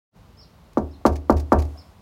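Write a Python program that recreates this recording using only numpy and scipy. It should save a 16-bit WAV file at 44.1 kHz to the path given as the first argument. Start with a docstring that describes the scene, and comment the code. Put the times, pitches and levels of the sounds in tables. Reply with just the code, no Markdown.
"""Four knuckle knocks on a panelled wooden front door, heard close by from the porch.
Each sends a bending wave through the panel, rings its modes and sets the whole leaf booming,
with a dense noise tail for door and porch. The latch rattles in short buzzes of tiny contacts.
Soft bumps ring dully, and a sleeve rustles faintly as filtered noise.
Small birds chirp in arched tones over a faint outdoor rumble of filtered noise."""
import sys
import numpy as np
from scipy import signal
from scipy.fft import rfft, irfft
from scipy.io import wavfile
from scipy.ndimage import uniform_filter1d, minimum_filter1d

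SR = 44100
rng = np.random.default_rng(int(sys.argv[2]) if len(sys.argv) > 2 else 0)


def generate_wav(signal):
    """Clip the signal to [-1, 1] and save it as 16-bit WAV at the path in sys.argv[1]."""
    frames = np.transpose(np.atleast_2d(signal))
    scaled = np.clip(frames, -1, 1) * 32767
    pcm = np.round(scaled).astype(np.int16)
    wavfile.write(sys.argv[1], SR, pcm)


N = 88640  # length in samples
T = np.arange(N) / SR  # time axis, s
HZ = np.maximum(np.arange(N + 1) * SR / (2 * N), 1)  # frequency axis of the zero-padded spectra


def from_db(db):
    """Decibels to gain."""
    return 10 ** (np.asarray(db) / 20)


def rms(x):
    """Root mean square."""
    return np.sqrt(np.mean(x ** 2) + 1e-20)


def at_hz(points, hz):
    """Read a table on a log-frequency axis."""
    f, value = np.transpose(points)
    return np.interp(np.log(hz), np.log(f), value)


def causal(db):
    """Minimum-phase response with these levels: nothing sounds early."""
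    cepstrum = irfft(np.log(from_db(db)))
    folded = np.r_[cepstrum[0], 2 * cepstrum[1:N]]
    return np.exp(rfft(folded, 2 * N))


def colour(x, db):
    """Filter by a level for each frequency."""
    return irfft(rfft(x, 2 * N) * causal(db))[:N]


def convolve(x, response):
    """Play a sound through an impulse response."""
    return signal.fftconvolve(x, response)[:N]


def delayed(x, s):
    """Start a sound at the given time."""
    return np.interp(T - s, T, x, left=0)


def dying(t60):
    """Exponential decay that falls 60 dB in t60 seconds."""
    return from_db(-60 * T / t60)


# Colour of the outdoor background: (frequency [Hz], relative level [dB per Hz])
AIR_COLOUR = [(12, -55), (24, -35), (45, -0.5), (75, -0.5), (120, -6.5), (200, -7.5), (300, -17.5),
              (700, -18.5), (1100, -20.5), (1700, -29.5), (4500, -34), (8000, -42.5), (16000, -44)]
AIR_DB, AIR_START_S, AIR_FADE_S = -50, 0.11, 0.058  # level once faded in


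def air():
    """Distant rumble and hiss: coloured noise, fading in at the start."""
    fade = np.clip((T - AIR_START_S) / AIR_FADE_S, 0, 1) ** 2
    noise = colour(rng.standard_normal(N), at_hz(AIR_COLOUR, HZ))
    return from_db(AIR_DB) * fade * noise / rms(noise)


# Arched chirp before scaling: (time from its start [s], pitch [Hz], level [dB])
CHIRP_ARCH = [(0, 4880, -14), (.008, 5370, -12), (0.018, 5430, -4.5), (.026, 5050, -7), (.036, 4600, -10.5),
              (.05, 4200, -11.5), (0.06, 3430, -30)]
# Each chirp: (time [s], level [dB], pitch ratio, length ratio, fading [dB per s of unscaled arch])
CHIRP_CALLS = [(0.372, -45.5, 0.99, 1.28, 20), (.393, -51, 1.01, 1.26, 60), (.423, -44.5, 1.04, 0.55, 198),
               (0.911, -48.5, 1, 0.67, 497), (0.931, -47, .78, 0.74, 260), (1.774, -37.5, 0.99, .9, 254)]
GARDEN_DB, GARDEN_T60_S = -3, 0.32


def birds():
    """Thin arched chirps: gliding sine tones, scattered by the garden as a decaying noise tail."""
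    arch_s, arch_hz, arch_db = np.transpose(CHIRP_ARCH)
    song = 0
    for s, db, pitch, length, fading in CHIRP_CALLS:
        age = (T - s) / length
        hz = pitch * np.interp(age, arch_s, arch_hz)
        phase = 2 * np.pi * np.cumsum(hz) / SR
        gains = from_db(db + arch_db - fading * arch_s)
        song = song + np.sin(phase) * np.interp(age, arch_s, gains, left=0, right=0)
    scatter = rng.standard_normal(N) * dying(GARDEN_T60_S)
    scatter = scatter / np.linalg.norm(scatter)
    return song + from_db(GARDEN_DB) * convolve(song, scatter)


# Colour of the brushing sleeve: (frequency [Hz], relative level [dB per Hz])
SLEEVE_COLOUR = [(300, -15), (800, 3.5), (2000, -12.5), (4000, -14.5), (9000, -19), (16000, -24)]
RUSTLE_S, RUSTLE_HALF_S, RUSTLE_DB = 1.693, 0.24, -57.5  # centre, half length, peak level


def rustle():
    """A sleeve brushes faintly as the arm draws back: coloured noise that swells and sinks."""
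    swell = np.exp(-((T - RUSTLE_S) / RUSTLE_HALF_S) ** 2)
    noise = colour(rng.standard_normal(N), at_hz(SLEEVE_COLOUR, HZ))
    return from_db(RUSTLE_DB) * swell * noise / rms(noise)


# Soft, dull bumps: (time [s], level [dB])
BUMP_TIMES = [(1.001, -51.5), (1.748, -43.5)]
# Resonances of a bump: (frequency [Hz], level [dB])
BUMP_RESONANCES = [(590, -2), (675, 2), (740, 3), (1110, -7.5)]
BUMP_T60_S, BUMP_ATTACK_S = 0.11, 0.005


def bumps():
    """Soft, dull bumps: a few resonances with a rounded attack that ring only briefly."""
    ring = sum(from_db(db) * np.sin(2 * np.pi * hz * T) for hz, db in BUMP_RESONANCES)
    bump = ring * dying(BUMP_T60_S) * (1 - np.exp(-T / BUMP_ATTACK_S))
    return sum(from_db(db) * delayed(bump, s) for s, db in BUMP_TIMES)


# Buzzes of the leaf in its latch: (time [s], level [dB], half length [s])
LATCH_BUZZES = [(0.734, -53, 0.0016), (0.781, -41, 0.0033), (1.0654, -28.5, 0.004), (1.075, -39, 0.0048),
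                (1.13, -51, 0.0086), (1.162, -42, 0.0046), (1.304, -36, 0.004), (1.326, -37.5, 0.001),
                (1.372, -42, 0.0042), (1.384, -43.5, 0.0023), (1.402, -40.5, 0.0039),
                (1.527, -33.5, 0.0038), (1.592, -41.5, 0.0044), (1.603, -44, 0.0045), (1.624, -39, 0.0025),
                (1.654, -52, 0.0017)]
# Colour of the latch: (frequency [Hz], relative level [dB per Hz])
LATCH_COLOUR = [(800, -22), (1600, 4), (2400, 3.5), (3200, -3), (4700, 3), (6300, 2), (8000, -5.5),
                (11500, -7), (16000, -12.5)]
LATCH_DB, CONTACTS_PER_S = -2, 5000
LATCH_RING_DB, LATCH_T60_S = -10.5, 0.12


def latch():
    """The leaf rattles: short buzzes of tiny random contacts, each buzz with a brief noisy ring."""
    power = sum(from_db(db) ** 2 * np.exp(-((T - s) / half) ** 2) for s, db, half in LATCH_BUZZES)
    ring_power = convolve(power, dying(LATCH_T60_S) ** 2) / (SR * 0.0057)
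    contacts = rng.standard_normal(N) * (rng.random(N) < CONTACTS_PER_S / SR)
    buzz = contacts / rms(contacts) * np.sqrt(power)
    # convolution can round just below zero, hence abs
    ring = from_db(LATCH_RING_DB) * rng.standard_normal(N) * np.sqrt(np.abs(ring_power))
    shape_db = at_hz(LATCH_COLOUR, HZ)
    return from_db(LATCH_DB) * colour(buzz + ring, shape_db) / rms(from_db(shape_db))


# Colour of the door and porch reverberation: (frequency [Hz], relative level [dB per Hz])
PORCH_COLOUR = [(40, -35), (140, -25), (260, 7), (650, 22), (1150, 11), (1500, -17), (2200, -4),
                (3000, -17), (6000, -42), (16000, -47)]
# Its decay: (frequency [Hz], t60 [s])
PORCH_DECAY = [(100, 0.39), (300, 0.5), (700, 0.32), (1400, 0.24), (3000, 0.23), (10000, 0.17)]
PORCH_DB, PORCH_BUILD_S = -26, 0.018


def porch():
    """A dense tail of noise bands, each with its own decay, that mostly dies sooner in the treble."""
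    tail = 0
    edges = np.geomspace(30, 18000, 19)
    for low, high in zip(edges, edges[1:]):
        band_filter = signal.butter(2, [low, high], "band", fs=SR, output="sos")
        band = signal.sosfilt(band_filter, rng.standard_normal(N))
        tail = tail + band * dying(at_hz(PORCH_DECAY, np.sqrt(low * high)))
    build = 1 - np.exp(-(T / PORCH_BUILD_S) ** 2)
    shape_db = at_hz(PORCH_COLOUR, HZ)
    return from_db(PORCH_DB) * colour(tail * build, shape_db) / rms(from_db(shape_db))


# Slow swings of the whole leaf: (frequency [Hz], level [dB], swell [s], t60 [s])
LEAF_SWINGS = [(74.9, -14.5, 0.069, 0.43), (44.6, -24.5, 0.027, 0.34), (88.8, -27.5, 0.01, 0.58),
               (118.4, -33, 0.055, 0.46)]


def boom():
    """The whole leaf swells into a low swing, then dies away."""
    swings = 0
    for hz, db, swell, t60 in LEAF_SWINGS:
        decay = dying(t60) / from_db(-60 * swell / t60)  # unity when the swell ends
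        envelope = np.minimum(T / swell, decay)
        swings = swings + from_db(db) * np.sin(2 * np.pi * hz * T) * envelope
    return swings


# Ringing modes of the panels: (frequency [Hz], relative level [dB], t60 before damping [s])
PANEL_MODES = [(158, -30.5, 0.37), (215.2, -10, 0.14), (265, -24.5, 0.46), (289, -33, 0.68),
               (327, -20.5, 0.17), (332.2, -19, 0.12), (346.3, -24, 0.38), (373.9, -22, 0.33),
               (431.7, -18, 0.21), (485.6, -38, 0.49), (492.7, -28, 0.28), (540, -28, 0.26),
               (576, -23, 0.23), (605.6, -18.5, 0.098), (633, -22.5, 0.24), (659, -27, 0.28),
               (705.8, -23, 0.2), (739, -23, 0.24), (797.4, -18, 0.093), (825, -30.5, 0.31),
               (850, -34, 0.073), (927.4, -18, 0.16), (955, -31, 0.069), (996, -19, 0.12), (1028, -36, 0.2),
               (1114, -30, 0.25), (1178, -30.5, 0.17), (1190, -30.5, 0.25), (1325, -40.5, 0.28),
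               (1352, -27.5, 0.11), (1394, -26, 0.095), (1527.1, -37, 0.2), (1557.2, -32.5, 0.13),
               (1616, -41, 0.19), (1700, -33.5, 0.098), (1792, -37.5, 0.13)]
PANEL_DB, PANEL_DAMPING = 1, 1.05  # damping divides every t60
PANEL_BUILD_S, PANEL_DELAY_S = 0.004, 0.003


def panel():
    """The panel modes build up as the wave reflects from the frame."""
    rings = 0
    for k, (hz, db, t60) in enumerate(PANEL_MODES):
        sign = (-1) ** k  # neighbouring modes start in opposite directions
        rings = rings + sign * from_db(db) * np.sin(2 * np.pi * hz * T) * dying(t60 / PANEL_DAMPING)
    build = 1 - np.exp(-T / PANEL_BUILD_S)
    return from_db(PANEL_DB) * delayed(rings * build, PANEL_DELAY_S)


# First bending wave from the knuckle: (frequency [Hz], relative level [dB])
THUMP_COLOUR = [(60, -67.5), (140, -6.5), (220, -8), (310, 3.5), (440, -8), (550, 0.5), (720, -10),
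                (900, -5), (1020, -12), (1190, -2.5), (1320, -20), (1410, -11), (1550, -29), (2200, -32),
                (2600, -64), (3200, -51), (5000, -66), (16000, -71)]
THUMP_DB = 37
TRAVEL_S = 0.001691  # travel time of the wave at 1 kHz


def thump():
    """Bending waves travel faster at high pitch, so the blow arrives as a very quick downward sweep."""
    # this phase delays each frequency by TRAVEL_S * sqrt(1000 / HZ)
    phase = 4 * np.pi * TRAVEL_S * np.sqrt(1000 * HZ)
    blow = causal(THUMP_DB + at_hz(THUMP_COLOUR, HZ))
    return -irfft(blow * np.exp(-1j * phase))[:N]


# Knuckle knocks: (time [s], level at 500 Hz without boom [dB], brightness [dB per octave], boom [dB])
KNOCK_HITS = [(0.7708, -7, -3, -12), (1.0514, -0.5, 0, -3.5), (1.2954, -1.5, -1, 0), (1.5192, 1, 1, 1.5)]


def knocks():
    """Every knock strikes the same spot; harder ones are brighter."""
    wood = thump() + panel() + porch()
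    leaf = boom()
    octaves = np.log2(np.clip(HZ, 200, 3000) / 500)  # brightness tilts around 500 Hz
    hits = 0
    for s, db, bright, boom_db in KNOCK_HITS:
        knock = colour(wood, db + bright * octaves) + from_db(boom_db) * leaf
        hits = hits + delayed(knock, s)
    return hits


def scene():
    """Door, latch and garden at one microphone."""
    return (air() + birds() + rustle() + bumps() + latch() + knocks())[None]


LOW_CUT_HZ, CUTOFF_HZ = 30, 16000
CEILING = 0.99  # limiter threshold, full scale = 1
LIMIT_AHEAD_S, RELEASE_DB_PER_S = 0.0015, 600


def record(dry):
    """The deepest bass is lost, a fast limiter holds the peaks of the knocks, and the top is cut."""
    low_cut = signal.butter(4, LOW_CUT_HZ, "high", fs=SR, output="sos")
    dry = signal.sosfilt(low_cut, dry)
    over_db = 20 * np.log10(np.maximum(np.abs(dry[0]) / CEILING, 1))
    # instant attack, steady release
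    release = RELEASE_DB_PER_S * T
    cut_db = np.maximum.accumulate(over_db + release) - release
    # look ahead, then smooth twice
    size = int(LIMIT_AHEAD_S * SR)
    held_db = minimum_filter1d(-cut_db, 2 * size)
    gain = from_db(uniform_filter1d(uniform_filter1d(held_db, size), size))
    top_cut = signal.ellip(10, 0.2, 80, CUTOFF_HZ, fs=SR, output="sos")
    return signal.sosfilt(top_cut, dry * gain)


dry = scene()
out = record(dry)
generate_wav(out)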